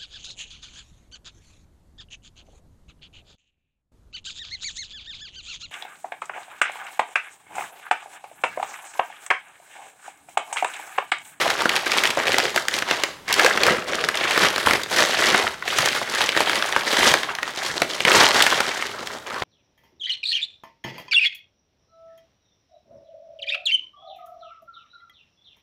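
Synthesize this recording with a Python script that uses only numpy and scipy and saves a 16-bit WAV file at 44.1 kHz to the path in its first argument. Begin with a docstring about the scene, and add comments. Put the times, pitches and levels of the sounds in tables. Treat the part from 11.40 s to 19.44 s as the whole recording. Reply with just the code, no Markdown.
"""A small room, at a counter, close microphone: crumpled packing paper comes off a small skillet lying
on bubble wrap, is shaken out and pushed aside. Strokes of the hands set filtered noise and swarms of
small crinkles sliding and flexing; single creases snap in two quick steps of crack, ring and pop.
Damped low resonances make the sheet's booms and the counter's bumps. A decaying noise tail is the
room's answer, steady noise its background; the highest peaks overload and are rounded off."""
import sys
import numpy as np
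from scipy import signal
from scipy.fft import rfft, irfft, next_fast_len
from scipy.io import wavfile
from scipy.ndimage import uniform_filter1d

SR = 44100
rng = np.random.default_rng(int(sys.argv[2]) if len(sys.argv) > 2 else 0)


def wrap_up_sound(samples):
    """Save the sound to the file named by the first command line argument, as 16-bit audio."""
    columns = np.atleast_2d(samples).T
    # keep every value between -1 and 1, then stretch to whole-number steps
    tamed = np.clip(columns, -1, 1)
    steps = np.round(tamed * 32767).astype(np.int16)
    wavfile.write(sys.argv[1], SR, steps)


N = 354420  # length of the scene [samples]

# steady background of the room: (frequency [Hz], relative level per Hz [dB])
AMBIENCE_COLOUR = [(25, -13), (120, 1.5), (700, -4), (15000, -24)]
# pulls, shakes and pushes of the sheet; levels come before the trims of the bands in sheet():
# (start [s], length [s], level at mid-stroke [dB], swell from start to end [dB], low flexing re level [dB],
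#  crisp treble re level [dB], tautness as upper over lower rustle [dB])
HAND_STROKES = [(0.003, 0.14, -24.5, -7.5, -5.5, -4.5, 2.5), (0.199, 0.046, -26, -3, -5, -3.5, 3.5),
                (0.322, 0.021, -23, 1.5, -5.5, -4, 2.5), (0.466, 0.2, -25, 2, -6.5, -3.0, 4),
                (0.789, 0.085, -26.5, -7, -2.5, -7, 3), (0.876, 0.18, -25.5, 0.5, -4, -2.5, 6),
                (1.152, 0.024, -32.0, 1, -5, 0.5, -3), (1.313, 0.039, -29, 4.5, -5, -1, 4),
                (1.48, 0.16, -29.5, -9, -7.5, -4, 3.5), (1.891, 0.023, -25.5, 5.5, -11, -5, 5.5),
                (1.984, 0.16, -22, -6.5, -3, -5, 3.5), (2.208, 0.085, -21.5, 5, -2, -7.0, 3),
                (2.487, 0.16, -27.5, 0.5, -2.5, -4.5, 4.0), (2.745, 0.19, -25.0, 3.5, -6.5, -7.5, 5.5),
                (2.914, 0.12, -24.5, 16, -6.0, -3.5, 4.5), (3.19, 0.13, -32, -10.5, -7, -1.5, 5.5),
                (3.265, 0.07, -23, -0.5, -4, -4, 3.5), (3.51, 0.1, -22, 8, -3.5, -1.5, 4.5),
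                (3.695, 0.19, -22.5, 8.0, -5, -3, 6), (3.932, 0.098, -23.5, 0.5, -4.5, -3.5, 3),
                (4.259, 0.2, -25.5, 8.5, -7, -2, 6.5), (4.521, 0.043, -27.5, 5, -5.5, -2.5, 6),
                (4.648, 0.17, -28, 15, -8, -2, 5.5), (4.907, 0.082, -27, 13.0, -5.5, -4, 8),
                (5.076, 0.37, -26.5, -7.5, -6.0, -3, 4.5), (5.464, 0.22, -21.5, 9.5, -5, -1, 5),
                (5.834, 0.055, -34.5, 11, -9, -12, 0), (5.982, 0.106, -39.5, 14.5, -5.5, -3.5, 3),
                (6.159, 0.12, -30.5, 6.5, -7.0, -0.5, 4.5), (6.365, 0.058, -33, -3, -1.5, 2, 2.0),
                (6.5, 0.17, -33.5, -4.5, -4, 0, 5), (6.678, 0.15, -17, 7, -5.5, -2, 2.5),
                (6.948, 0.088, -19, -3, -7.0, -2, 4.5), (7.102, 0.36, -28.5, -8.5, -7.0, -2.5, 5),
                (7.511, 0.23, -37, 2, -2, -3.5, -1.0), (7.865, 0.19, -32, 7, -5, -7.5, -0.5)]
# colour of the rustling sheet: (frequency [Hz], relative level per Hz [dB])
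PAPER_COLOUR = [(25, -37), (60, -15.5), (125, -12.5), (290, -6), (360, -0.5), (415, -2), (490, -0.5),
                (800, 0.5), (1900, -0.5), (2500, -5.5), (3300, -2.5), (6500, -11), (11500, -23.5),
                (16000, -33)]
# fine hiss of paper gliding over bubble wrap and counter: (time [s], level re the crisp gain [dB])
GLIDE_HISS = [(0, -17), (2.7, -35), (3.3, -8.5), (3.7, -27), (5.2, -14), (6.3, -31)]
# reverberation of the room: (frequency [Hz], time to fall by 60 dB [s])
ROOM_DECAY = [(200, 0.61), (2000, 0.42), (12000, 0.42)]
# creases that buckle loudly; snaps() trims the level and raises the crack by fixed amounts:
# (time [s], level [dB], pitch of the facet [Hz], crack re level [dB], low pop re level [dB])
CREASE_SNAPS = [(0.0633, -14, 776, -29, -23), (0.103, -13, 2150, -21, -27), (0.22, -16, 1270, -18, -9),
                (0.256, -8.5, 1230, -44, -5.5), (0.293, -12.5, 1910, -15.5, -27),
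                (0.3634, -12, 2260, -15, -22), (0.4659, -18, 1690, -25, -3.5),
                (0.5179, -13.5, 2330, -18, -18), (0.5735, -20, 1140, -10, 2),
                (0.584, -13.5, 2560, -21, -10), (0.6368, -14, 1890, -12.5, -22),
                (0.654, -12.5, 2250, -21, -23), (0.7048, -17, 2720, -19, -18),
                (0.7724, -13.5, 575, -24.5, -9), (0.869, -16, 2100, -22, -14),
                (0.8807, -14.5, 2300, -29, -23), (0.8923, -25.5, 1320, -10, 9),
                (0.9427, -12, 1820, -28, -7), (0.9834, -18.5, 1610, -4, 5.5), (1.161, -17.5, 1500, -8, 4),
                (1.176, -11, 1590, -34, -21), (1.2836, -13, 1800, -13.5, -13),
                (1.3397, -16.5, 2830, -17, -18), (1.387, -28, 2000, -2, -18),
                (1.4226, -15, 1900, -32, -7.5), (1.5112, -10.5, 2000, -20, -4.5),
                (1.6361, -10.5, 2060, -18.5, -7.5), (1.8803, -21.5, 2000, -22, -9),
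                (1.927, -15.5, 2680, -7, -22), (1.9405, -20, 2600, -4.5, -22),
                (1.9964, -8.5, 1500, -19, -12), (2.0466, -11, 1160, -14, -16),
                (2.0627, -5.5, 1700, -19.5, -27), (2.1747, -11, 1620, -23, -10),
                (2.234, -11.5, 2280, -11.5, -5), (2.266, -13, 1400, -15, -8),
                (2.6463, -19.5, 3500, -32, -17), (2.6875, -11, 1610, -18.5, -19),
                (2.7724, -17.5, 3400, -24, -20), (2.8391, -16.5, 2620, -33, -14),
                (2.909, -14, 2200, -17, -17), (2.9767, -10.5, 1460, -16, -4),
                (3.1607, -17.5, 1890, -13.5, -4.5), (3.1803, -17.5, 1420, -14.5, -2),
                (3.2709, -7, 1110, -33, -8), (3.3094, -8, 1710, -22, -8), (3.3346, -15, 1810, -14, -5),
                (3.434, -22.5, 3500, -10.5, -18), (3.6232, -9.5, 1640, -27, -8),
                (3.9446, -8.5, 1440, -30, -6), (3.9974, -16, 1970, -18, -6), (4.068, -14, 1530, -32, -27),
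                (4.224, -20.5, 1600, -46, -24), (4.278, -18.5, 2230, -31, -7.5),
                (4.3853, -10, 1570, -13, -13), (4.458, -23, 2300, -0.5, -2), (4.615, -20, 750, -27, 0),
                (4.8906, -11, 2860, -39, -9), (4.9654, -15.5, 1680, -20, 1.5),
                (5.0048, -15, 1050, -13, 0.5), (5.363, -7, 1320, -27, -10), (5.6303, -11.5, 1220, -27, -7),
                (5.7394, -8.5, 1620, -14, -3), (5.8328, -18, 2150, -34, -13), (5.951, -26, 2530, -10, -16),
                (5.986, -17, 1370, -36, -34), (6.03, -15, 1710, -18.5, -10),
                (6.4187, -11.5, 1870, -14.5, 0), (6.6045, -15, 2600, -19, -6.5),
                (6.6509, -6.5, 2330, -28, -7), (6.681, -8, 1870, -34, -12), (6.717, -9, 2530, -25, -11),
                (6.888, -20, 2400, -5, -14), (7.023, -7.5, 3200, -12.5, -23), (7.0649, -8, 1940, -20, -13),
                (7.1246, -11.5, 1190, -33, -10), (7.2034, -12, 1330, -15.5, -5.5),
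                (7.424, -17, 1810, -30, -24), (7.672, -26.5, 2200, -9.5, -14)]
# hands, pan and bundle bump softly on the counter; bumps() raises the level by a fixed amount:
# (time [s], level [dB], pitch [Hz])
COUNTER_BUMPS = [(.89, -44, 90), (3.022, -30, 175), (3.255, -31, 85.5), (3.329, -34, 160),
                 (4.032, -41.5, 90), (4.385, -32.5, 124), (5.61, -41, 55), (5.70, -37, 110),
                 (6.298, -41, 90), (6.409, -34, 192), (6.748, -29, 169), (8.012, -34.5, 110)]
# large panels flap and sound the hollow under the sheet; flaps() trims the level by a fixed amount:
# (time [s], level [dB], time to fall by 60 dB [s])
PANEL_FLAPS = [(1.029, -18.5, 0.14), (1.161, -27, .1), (2.041, -5, 0.087), (2.252, -19.5, 0.41),
               (2.33, -21.5, 0.2), (2.57, -26, 0.39), (6.66, -22, 0.68)]
# resonances of that hollow: (frequency [Hz], sharpness q [no unit])
HOLLOW_MODES = [(358, 26), (490, 10)]

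TOP_HZ = 16000  # band limit of the recorder
LEAD = 64  # samples in which a crease starts to give way before it flips
ATTACK_DB_PER_S, RELEASE_DB_PER_S = 650, 133  # a hand sets the paper going quickly; it settles more slowly
STEP_S, STEP_DB = 0.0022, -6.5  # second step of a crease: greatest delay, level re the first
STILL_HISS_DB, FAST_HISS_DB = -10, -5.5  # hiss re the crinkles: always there, most that speed can add


def amp(db):
    """Decibels to gain."""
    return 10 ** (np.asarray(db) / 20)


def unit(x):
    """Each row scaled to rms 1."""
    return x / np.sqrt(np.mean(x ** 2, axis=-1, keepdims=True) + 1e-20)


def along(points, hz):
    """(Hz, value) points read on a log axis."""
    f, v = np.transpose(points)
    return np.interp(np.log(hz + 1), np.log(f), v)


def coloured(x, gain):
    """x through the causal, minimum-phase filter whose gain is the given function of frequency."""
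    n = x.shape[-1]
    m = 2 * next_fast_len(n)
    log_gain = np.log(np.maximum(gain(np.fft.rfftfreq(m, 1 / SR)), 1e-6))
    cepstrum = irfft(log_gain, m)
    # folding the cepstrum onto positive times makes the filter causal
    cepstrum[..., 1:m // 2] *= 2
    cepstrum[..., m // 2 + 1:] = 0
    response = np.exp(rfft(cepstrum))
    return irfft(rfft(x, m) * response, m)[..., :n]


def below(f, edge_hz, order=4):
    """Gain of a low-pass."""
    return 1 / np.sqrt(1 + (f / edge_hz) ** (2 * order))


def above(f, edge_hz, order=4):
    """Gain of a high-pass."""
    return (f / edge_hz) ** order * below(f, edge_hz, order=order)


def facet(f, hz, q):
    """Gain of a damped resonance, such as one stiff patch of paper; low q is broad."""
    return 1 / np.sqrt(1 + (q * (f / hz - hz / (f + 1))) ** 2)


def placed(times, sounds):
    """Short sounds, one a row, summed at their times."""
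    start = np.round(np.abs(times) * SR).astype(int)
    index = start[:, None] + np.arange(sounds.shape[1])
    return np.bincount(index.ravel(), sounds.ravel(), N)[:N]


def even(x, seconds):
    """x at about rms 1 over every short stretch, keeping its fine grain."""
    size = int(seconds * SR)
    power = uniform_filter1d(uniform_filter1d(x ** 2, size), size)
    return x / np.sqrt(np.abs(power) + 1e-12)


def ambience():
    """Steady background of the room: coloured noise at rms 1."""
    return unit(coloured(rng.standard_normal(N), lambda f: amp(along(AMBIENCE_COLOUR, f))))


def strokes():
    """Gains of the flexing, slack, taut and crisp sound: a stroke sets in, swells or eases off, settles."""
    time = np.arange(0, N, 32) / SR
    start, length, db, swell_db, flex_db, crisp_db, taut_db = np.transpose(HAND_STROKES)[:, :, None]
    t = time - start
    held_db = db + swell_db * (np.clip(t / length, 0, 1) - 0.5)
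    onset_db = -ATTACK_DB_PER_S * np.maximum(-t, 0)
    settling_db = -RELEASE_DB_PER_S * np.maximum(t - length, 0)
    effort = amp(held_db + onset_db + settling_db)
    # slack and taut rustle share the power of the stroke
    slack = 1 / np.hypot(1, amp(taut_db))
    taut = slack * amp(taut_db)
    shares = amp(flex_db), slack, taut, amp(crisp_db)
    # overlapping strokes add in power
    gains = [np.linalg.norm(effort * share, axis=0) for share in shares]
    return [np.interp(np.arange(N) / SR, time, gain) for gain in gains]


def shivers(count, scatter_db, rise, t60):
    """Buckles, one a row: the crease gives, flips with a kick, and bending waves scatter among the folds."""
    t = (np.arange(SR // 50) - LEAD) / SR
    giving_way = np.exp(np.minimum(t, 0) / rise)
    dying_away = amp(-60 * np.maximum(t, 0) / t60)
    waves = rng.standard_normal((count, len(t))) * giving_way * dying_away
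    waves *= amp(scatter_db) / np.linalg.norm(waves, axis=1, keepdims=True)
    kick = rng.choice([-1, 1], (count, 1)) * (t == 0)
    return waves + kick


def crinkles(count, spread_db, pitch_hz, pitch_spread, q, scatter_db, t60):
    """A swarm of small buckles, mostly weak, a few strong, each on a facet of its own pitch."""
    hz = pitch_hz * np.exp(pitch_spread * rng.uniform(-1.037, 1, (count, 1)))
    size = amp(spread_db * np.minimum(rng.exponential(size=(count, 1)), 2.6))
    buckles = shivers(count, scatter_db, rise=0.00095, t60=t60)
    grains = coloured(buckles, lambda f: facet(f, hz, q) ** 2)
    return unit(placed(rng.uniform(0, N / SR, count), size * unit(grains)))


def sheet():
    """Crinkles ride on the hiss of sliding paper; wide panels flex low, tight creases sound crisp."""
    flex, slack, taut, crisp = strokes()
    ticks = crinkles(count=1100, spread_db=3.5, pitch_hz=2830, pitch_spread=1.06, q=0.16,
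                     scatter_db=13, t60=0.04)
    plinks = crinkles(count=3000, spread_db=6.5, pitch_hz=2550, pitch_spread=1.14, q=1.92,
                      scatter_db=0.5, t60=0.032)
    clicks = crinkles(count=260, spread_db=4.5, pitch_hz=3500, pitch_spread=0.94, q=0.5,
                      scatter_db=2.5, t60=0.01)
    tilt = [(60, 23.5), (600, 5.0), (1100, 0.5), (12000, 10.0)]  # (frequency [Hz], gain [dB])
    swarm = coloured(ticks + amp(-2.0) * clicks + 0.79 * plinks, lambda f: amp(along(tilt, f)))

    # the faster the sheet moves, the more its crinkles merge into hiss
    rustle = np.hypot(slack, taut)
    haste = rustle / (rustle + amp(-22))
    hiss = (amp(STILL_HISS_DB) + amp(FAST_HISS_DB) * haste) * rng.standard_normal(N)
    drive = unit(swarm) + hiss

    def part(band):
        paper_band = coloured(drive, lambda f: amp(along(PAPER_COLOUR, f)) * band(f))
        return even(paper_band, seconds=0.077)

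    panels = amp(0.22) * flex * part(lambda f: below(f, 811))
    loose = amp(3.97) * slack * part(lambda f: above(f, 808) * below(f, 1073))
    tight = amp(1.38) * taut * part(lambda f: above(f, 1770) * below(f, 2834))
    creases = amp(-0.66) * crisp * part(lambda f: above(f, 3116))
    glide_db = np.interp(np.arange(N) / SR, *np.transpose(GLIDE_HISS))
    glide = crisp * amp(glide_db) * part(lambda f: above(f, 8100))
    return panels + loose + tight + creases + glide


def room(x, wet_db):
    """Cupboards and walls return a short, diffuse tail: noise that decays at its own rate in each band."""
    hz, t, z = signal.stft(rng.standard_normal(SR // 2), SR, nperseg=256)
    decay = amp(-60 * t / along(ROOM_DECAY, hz)[:, None])
    tail = signal.istft(z * decay, SR, nperseg=256)[1]
    # the first return comes 5 ms after the direct sound
    tail = np.pad(tail / np.linalg.norm(tail), (int(0.005 * SR), 0))
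    return x + amp(wet_db) * signal.fftconvolve(x, tail)[:N]


def snaps():
    """A crease flips in two quick steps: a sharp crack, a few swings of its facet and a pop of pushed air."""
    s, db, hz, crack_db, pop_db = np.transpose(CREASE_SNAPS)[:, :, None]

    def burst(scatter_db, t60, gain):
        return unit(coloured(shivers(len(s), scatter_db, rise=0.00065, t60=t60), gain))

    def step():
        ring = burst(0, 0.023, lambda f: facet(f, hz, q=1.3) ** 2)
        crack = burst(12, 0.0092, lambda f: above(f, 3200, order=2) * below(f, 3330, order=2))
        pop = burst(0, 0.056, lambda f: above(f, 860, order=1) * below(f, 735, order=3))
        return amp(db - 9.5) * (ring + amp(crack_db + 11.0) * crack + amp(pop_db) * pop)

    # the table's time falls within the giving way, a third of LEAD before the flip
    first = s[:, 0] - LEAD / SR * 2 / 3
    second = first + STEP_S * rng.uniform(0.32, 1, len(s))
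    return placed(first, step()) + amp(STEP_DB) * placed(second, step())


def puffs(gain, t60):
    """Soft, low pushes of air, one a row: a resonance swells for a moment and dies away."""
    t = np.arange(SR // 3) / SR
    hum = unit(coloured(rng.standard_normal((len(t60), len(t))), gain))
    swell = 1 - np.exp(-t / 0.0057)
    return even(hum, seconds=0.045) * swell * amp(-60 * t / t60)


def bumps():
    """Dull thuds of the counter: broad low resonances that die away quickly."""
    s, db, hz = np.transpose(COUNTER_BUMPS)[:, :, None]
    thuds = puffs(lambda f: facet(f, hz, q=0.9) ** 2, t60=np.full_like(s, 0.2))
    return placed(s[:, 0], amp(db + 3.0) * thuds)


def flaps():
    """The billowing sheet booms in its own hollow, on two narrow resonances."""
    s, db, t60 = np.transpose(PANEL_FLAPS)[:, :, None]

    def hollow(f):
        return sum(facet(f, hz, q) ** 2 for hz, q in HOLLOW_MODES)

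    return placed(s[:, 0], amp(db - 0.5) * puffs(hollow, t60))


def scene():
    """The paper in the quiet room, as one channel."""
    handling = room(sheet() + bumps() + flaps(), wet_db=-10)
    snapping = room(snaps(), wet_db=-9.5)
    return (handling + snapping + amp(-48.5) * ambience())[None]


def record(dry):
    """The recorder rounds off the highest peaks and keeps nothing above its band limit."""
    held = dry / (1 + np.abs(dry) ** 6) ** (1 / 6)
    m = next_fast_len(N + SR // 2)
    kept = np.fft.rfftfreq(m, 1 / SR) < TOP_HZ
    return irfft(rfft(held, m) * kept, m)[..., :N]


dry = scene()
out = record(dry)
wrap_up_sound(out)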